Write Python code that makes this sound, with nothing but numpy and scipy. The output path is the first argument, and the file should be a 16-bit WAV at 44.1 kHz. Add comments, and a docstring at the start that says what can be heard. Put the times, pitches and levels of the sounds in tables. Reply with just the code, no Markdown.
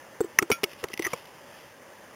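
"""Dull knocks and hard clicks: a small camera in a waterproof housing is shifted against stones on a stream bed.
Knocks are short forced pulses with a housing ring; clicks are noisy cracks with damped wall modes.
One contact rings like thin metal, with modes of wandering phase; grit gives a stuttering scrape and snaps.
Shaped noise murmurs faintly behind as water. The recorder holds samples at a low rate, so mirror
images of the spectrum add a gritty treble."""
import sys
import numpy as np
from scipy import signal
from scipy.fft import rfft, irfft, next_fast_len
from scipy.io import wavfile
from scipy.ndimage import uniform_filter1d

SR = 44100
rng = np.random.default_rng(int(sys.argv[2]) if len(sys.argv) > 2 else 0)


def to_wav(s):
    """Save 16-bit WAV."""
    ch = np.atleast_2d(s).T  # columns
    pcm = np.round(np.clip(ch, -1, 1) * 32767)  # PCM
    wavfile.write(sys.argv[1], SR, pcm.astype(np.int16))


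N = 94815  # length in samples

# noise spectrum of grit slipping and snapping: f/Hz, level/dB
GRIT_SPECTRUM = [(200, -10), (1400, -5), (1800, -8), (2080, 5), (2300, -9), (2520, 2), (3000, 3),
                 (4000, -7.5)]
# noise spectrum of a hard contact: f/Hz, level/dB
CRACK_SPECTRUM = [(40, -36), (200, 5.5), (600, -7), (1200, -7.5), (1600, -14), (2200, 1.5), (3000, 0.5),
                  (4000, -4.5)]


def amp(db):
    """Level to amplitude ratio: 20 dB is a factor of ten."""
    return 10 ** (np.asarray(db) / 20)


def unit(x):
    """Normalization of the mean power: the rms becomes 1."""
    return x / np.sqrt(np.mean(x ** 2) + 1e-20)


def filtered(x, response):
    """Linear filtering: the spectrum is multiplied by a response of frequency."""
    size = next_fast_len(len(x) + 8192)  # zero padding gives the filter tail room
    spectrum = rfft(x, size) * response(np.fft.rfftfreq(size, 1 / SR))
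    return irfft(spectrum, size)[:len(x)]


def coloured(x, spectrum):
    """Spectral shaping: levels are interpolated over log frequency, and the result has rms 1."""
    f, db = np.transpose(spectrum)
    return unit(filtered(x, lambda hz: amp(np.interp(np.log(hz + 1), np.log(f), db))))


def decay(t, t60):
    """Exponential damping: the level falls by 60 dB in t60 seconds."""
    return np.exp(-np.log(1000) * t / t60)


def ring(modes, t):
    """Modal superposition: a struck body sounds as a sum of damped sinusoids."""
    return sum(amp(db) * decay(t, t60) * np.sin(2 * np.pi * hz * t) for hz, db, t60 in modes)


def burst(t, t60, spectrum):
    """Damped broadband noise: its energy is fixed by its decay alone."""
    fade = decay(t, t60)
    noise = fade * coloured(rng.standard_normal(len(t)), spectrum)
    return unit(noise) * np.sqrt(np.mean(fade ** 2))


def add(track, s, sound):
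    """Superposition: a sound is summed into the track from time s in seconds."""
    part = track[max(round(s * SR), 0):][:len(sound)]
    part += sound[:len(part)]


def level_curve(points):
    """Time-varying gain: levels are interpolated linearly in dB between (t/s, level/dB) points."""
    return amp(np.interp(np.arange(N) / SR, *np.transpose(points)))


def water():
    """Turbulent flow noise: a random murmur with patchy levels over time and frequency, heard through the housing."""
    # strength of the murmur: t/s, level/dB
    flow_level = [(0, -48.5), (1.2, -49.5), (1.45, -49), (1.7, -49), (1.8, -49.5), (2.15, -49)]
    # spectrum of the murmur: f/Hz, level/dB
    water_spectrum = [(20, -40), (50, -11), (97, -2), (250, 0), (450, 0.5), (570, 7.5), (700, -2.5),
                      (860, 1.5), (1450, -5), (1720, 0), (2450, -8), (3040, -7), (4000, -17)]
    patch_db, swell_db = 1.5, 0.5  # rms level fluctuation, dB
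    z = signal.stft(rng.standard_normal(N), nperseg=1024)[2]
    # patches vary over frequency and time, the swell over time alone
    patches = uniform_filter1d(rng.standard_normal(z.shape), size=5, axis=0)
    patches = uniform_filter1d(patches, size=6, axis=1)
    swell = uniform_filter1d(rng.standard_normal(z.shape[1]), size=20)
    gain = amp(patch_db * unit(patches) + swell_db * unit(swell))
    flow = signal.istft(z * gain)[1][:N]
    return level_curve(flow_level) * coloured(flow, water_spectrum)


def rub():
    """Stick-slip friction: dense random tiny slips over grit follow the pressure on the housing."""
    # strength of the rubbing: t/s, level/dB
    rub_level = [(0, -68), (.64, -63), (.70, -48), (.74, -52), (.765, -57), (.80, -46.5), (.87, -62),
                 (.925, -45), (.955, -64), (1.035, -42), (1.08, -46.5), (1.098, -46), (1.135, -39.5),
                 (1.155, -49.5), (1.19, -49.5), (1.24, -58), (1.51, -57), (1.585, -50.5), (1.63, -54),
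                 (1.69, -55), (1.77, -74), (2.15, -75)]
    slips_per_s = 5000  # mean rate
    slips = (rng.random(N) < slips_per_s / SR) * rng.standard_normal(N)
    return level_curve(rub_level) * coloured(slips, GRIT_SPECTRUM)


def ticks():
    """Impulsive fracture: single grains of grit snap under the housing as noise bursts without ringing."""
    # snapping grains: t/s, level/dB
    snaps = [(0.312, -56), (.338, -52), (.7155, -36), (.7322, -33), (1.0872, -38), (1.1755, -35.5),
             (1.191, -41), (1.272, -43)]
    attack_s, t60_s = 0.00032, 0.022  # rise time constant and decay time, s
    out, t = np.zeros(N), np.arange(SR // 16) / SR
    for s, db in snaps:
        rise = 1 - np.exp(-t / attack_s)
        add(out, s, amp(db) * rise * burst(t, t60_s, GRIT_SPECTRUM))
    return out


def tink():
    """Phase diffusion: a small metal part, struck once, rings unsteadily and chatters against the stone."""
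    # modes of the metal part: f/Hz, level/dB, t60/s
    metal_modes = [(1366, -1, 0.16), (2281, 3.5, 0.095), (2440, 1, 0.11), (3360, -13, 0.15)]
    strike_s, strike_db = 0.516, -24.5
    rattle_db, rattle_t60_s = -2, 0.11
    width_hz = 2.6  # line width of each mode, from its random phase wander
    out, t = np.zeros(N), np.arange(SR // 4) / SR
    # a random walk of the phase broadens a spectral line
    steps = rng.standard_normal((len(metal_modes), len(t)))
    drift = np.cumsum(steps, axis=1) * np.sqrt(2 * np.pi * width_hz / SR)
    modes = np.zeros(len(t))
    for (hz, db, t60), phase in zip(metal_modes, drift):
        modes += amp(db) * decay(t, t60) * np.sin(2 * np.pi * hz * t + phase)
    rattle = amp(rattle_db) * burst(t, rattle_t60_s, CRACK_SPECTRUM)
    add(out, strike_s, amp(strike_db) * (modes + rattle))
    return out


def clicks():
    """Impact excitation: hard contact with stone gives a noisy crack, a brief ring and the modes of the wall."""
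    # contacts: t/s, level/dB, ring f/Hz, ring t60/s, crack level relative to the ring/dB
    contacts = [(0.237, -43, 1760, 0.023, 7.5), (0.386, -25.5, 2000, 0.0047, 5),
                (0.3882, 8.5, 1925, 0.0082, -29), (0.3898, -15, 2380, 0.0079, -1.5),
                (.4248, -19.5, 2246, 0.015, -2.5), (.427, -15.5, 1320, 0.012, -20),
                (0.515, -18.5, 3017, 0.042, 9), (0.5226, -12.5, 2267, 0.019, -10),
                (0.6332, -25.5, 2500, 0.0096, 15), (.6378, -17, 2206, 0.033, -15),
                (.6393, -5, 2880, 0.0095, -7), (0.6398, -21.5, 3400, 0.016, 9),
                (.839, -17.5, 1933, .013, -1), (0.8849, -33, 2160, 0.015, 5), (.9175, -35, 2020, .015, -4),
                (0.933, -29, 1970, 0.047, 1.5), (0.9381, -20, 2740, 0.013, -2),
                (0.9753, -27.5, 2060, 0.017, 5.5), (0.9936, -18, 2035, 0.016, 1),
                (1.0224, -22, 2050, .012, 2), (1.027, -24, 1990, 0.029, -5.5),
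                (1.0425, -25, 1994, 0.031, -12), (1.048, -17, 1970, 0.019, -7),
                (1.0517, -13, 1980, 0.017, -13), (1.057, -16, 2007, 0.021, -15),
                (1.0669, -11.5, 1906, 0.015, -18.5), (1.0722, -27, 1214, 0.04, -2),
                (1.1327, -21, 2280, 0.025, -6), (1.1357, -21, 1052, 0.024, -5.5),
                (1.255, -46, 2080, .02, 11)]
    # wall modes under every click: f/Hz, level/dB, t60/s
    wall_modes = [(367, -31, 0.043), (1123, -19, 0.019), (1288, -24.5, .04), (2137, -18, 0.02),
                  (2604, -17.5, 0.018)]
    attack_s, crack_t60_s = 0.00073, 0.015  # rise time constant and decay time, s
    out, t = np.zeros(N), np.arange(SR // 8) / SR
    for s, db, hz, t60, crack_db in contacts:
        tone = ring([(hz, 0, t60)], t) + ring(wall_modes, t)
        crack = amp(crack_db) * burst(t, crack_t60_s, CRACK_SPECTRUM)
        rise = 1 - np.exp(-t / attack_s)
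        add(out, s, amp(db) * rise * (tone + crack))
    return out


def knocks():
    """Forced then free vibration: a bump drives sagging low cycles while it lasts, and the housing rings on."""
    # bumps: t/s, level/dB, mid-contact f/Hz, contact length/s,
    # contact noise and housing ring levels relative to the push/dB
    bumps = [(0.2058, -13, 440, 0.0097, -16.5, 2), (.2435, -23, 389, .008, -25.5, -3.5),
             (0.3896, -40.5, 364, 0.0056, 3.5, 0), (0.4173, -24.5, 354, 0.0067, -12.5, -4),
             (0.4249, -19.5, 374, 0.0081, -8, 3), (.501, -13.5, 447, 0.0091, -8, -11),
             (0.5161, -35.5, 382, 0.011, 11.5, -14), (.6333, -19, 406, .012, -10.5, 1.5),
             (.830, -27.5, 510, 0.0054, -12.5, -4.5), (0.8398, -23, 440, .006, -3, -8),
             (0.901, -37, 430, 0.0079, -5, -11), (0.997, -16, 398, 0.0044, -49, -3),
             (1.0638, -27.5, 379, 0.0127, -3, -18), (1.133, -26.5, 499, .011, -0.5, -23)]
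    # modes of the housing: f/Hz, level/dB, t60/s
    housing_modes = [(132, -28, 0.01), (344.5, -9.5, 0.097), (753, -10, 0.017), (950, -30, .018),
                     (1267, -20.5, 0.02)]
    # spectrum of the contact noise: f/Hz, level/dB
    thud_spectrum = [(30, -37), (110, -2), (400, -4.5), (1300, -5.5), (2500, -22), (4000, -28)]
    attack_s, release_s, thud_t60_s = 0.0019, 0.0031, 0.042  # rise and release constants, decay time, s
    sag = 0.087  # the pitch starts this share above its mid value and ends this share below
    out, t = np.zeros(N), np.arange(SR // 5) / SR
    for s, db, hz, length, thud_db, ring_db in bumps:
        pitch = hz * (1 + sag * (1 - 2 * np.minimum(t / length, 1)))
        rise = 1 - np.exp(-t / attack_s)
        release = (1 - np.tanh((t - length) / release_s)) / 2
        push = rise * release * np.sin(2 * np.pi * np.cumsum(pitch) / SR)
        thud = amp(thud_db) * burst(t, thud_t60_s, thud_spectrum)
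        body = amp(ring_db) * ring(housing_modes, t)
        add(out, s, amp(db) * (push + body + thud))
    return out


def scene():
    """Linear superposition: all sources reach one microphone inside the housing."""
    return (water() + rub() + ticks() + tink() + clicks() + knocks())[None]


def record(dry):
    """Sample-and-hold imaging: a narrow band is held in steps, gains hiss, is clipped, then low-passed."""
    low_cut_hz, band_hz = 42, 4000  # edges of the band ahead of the hold
    hold_hz, top_hz = 8018, 16000  # sampling rate of the hold, final cutoff
    hiss_db = -69.5  # faint steady white hiss over the whole sound

    def band(hz):
        """Cascaded filters: two first-order high-passes and a steep low-pass."""
        high_pass = (1j * hz / (low_cut_hz + 1j * hz)) ** 2
        return high_pass / np.sqrt(1 + (hz / band_hz) ** 32)

    narrow = filtered(dry[0], band)
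    step = SR / hold_hz
    held_at = np.floor(np.arange(N) / step) * step  # sample position last taken
    held = np.interp(held_at, np.arange(N), narrow)
    noisy = held + amp(hiss_db) * rng.standard_normal(N)
    return filtered(np.clip(noisy, -1, 1), lambda hz: hz < top_hz)[None]


dry = scene()
out = record(dry)
to_wav(out)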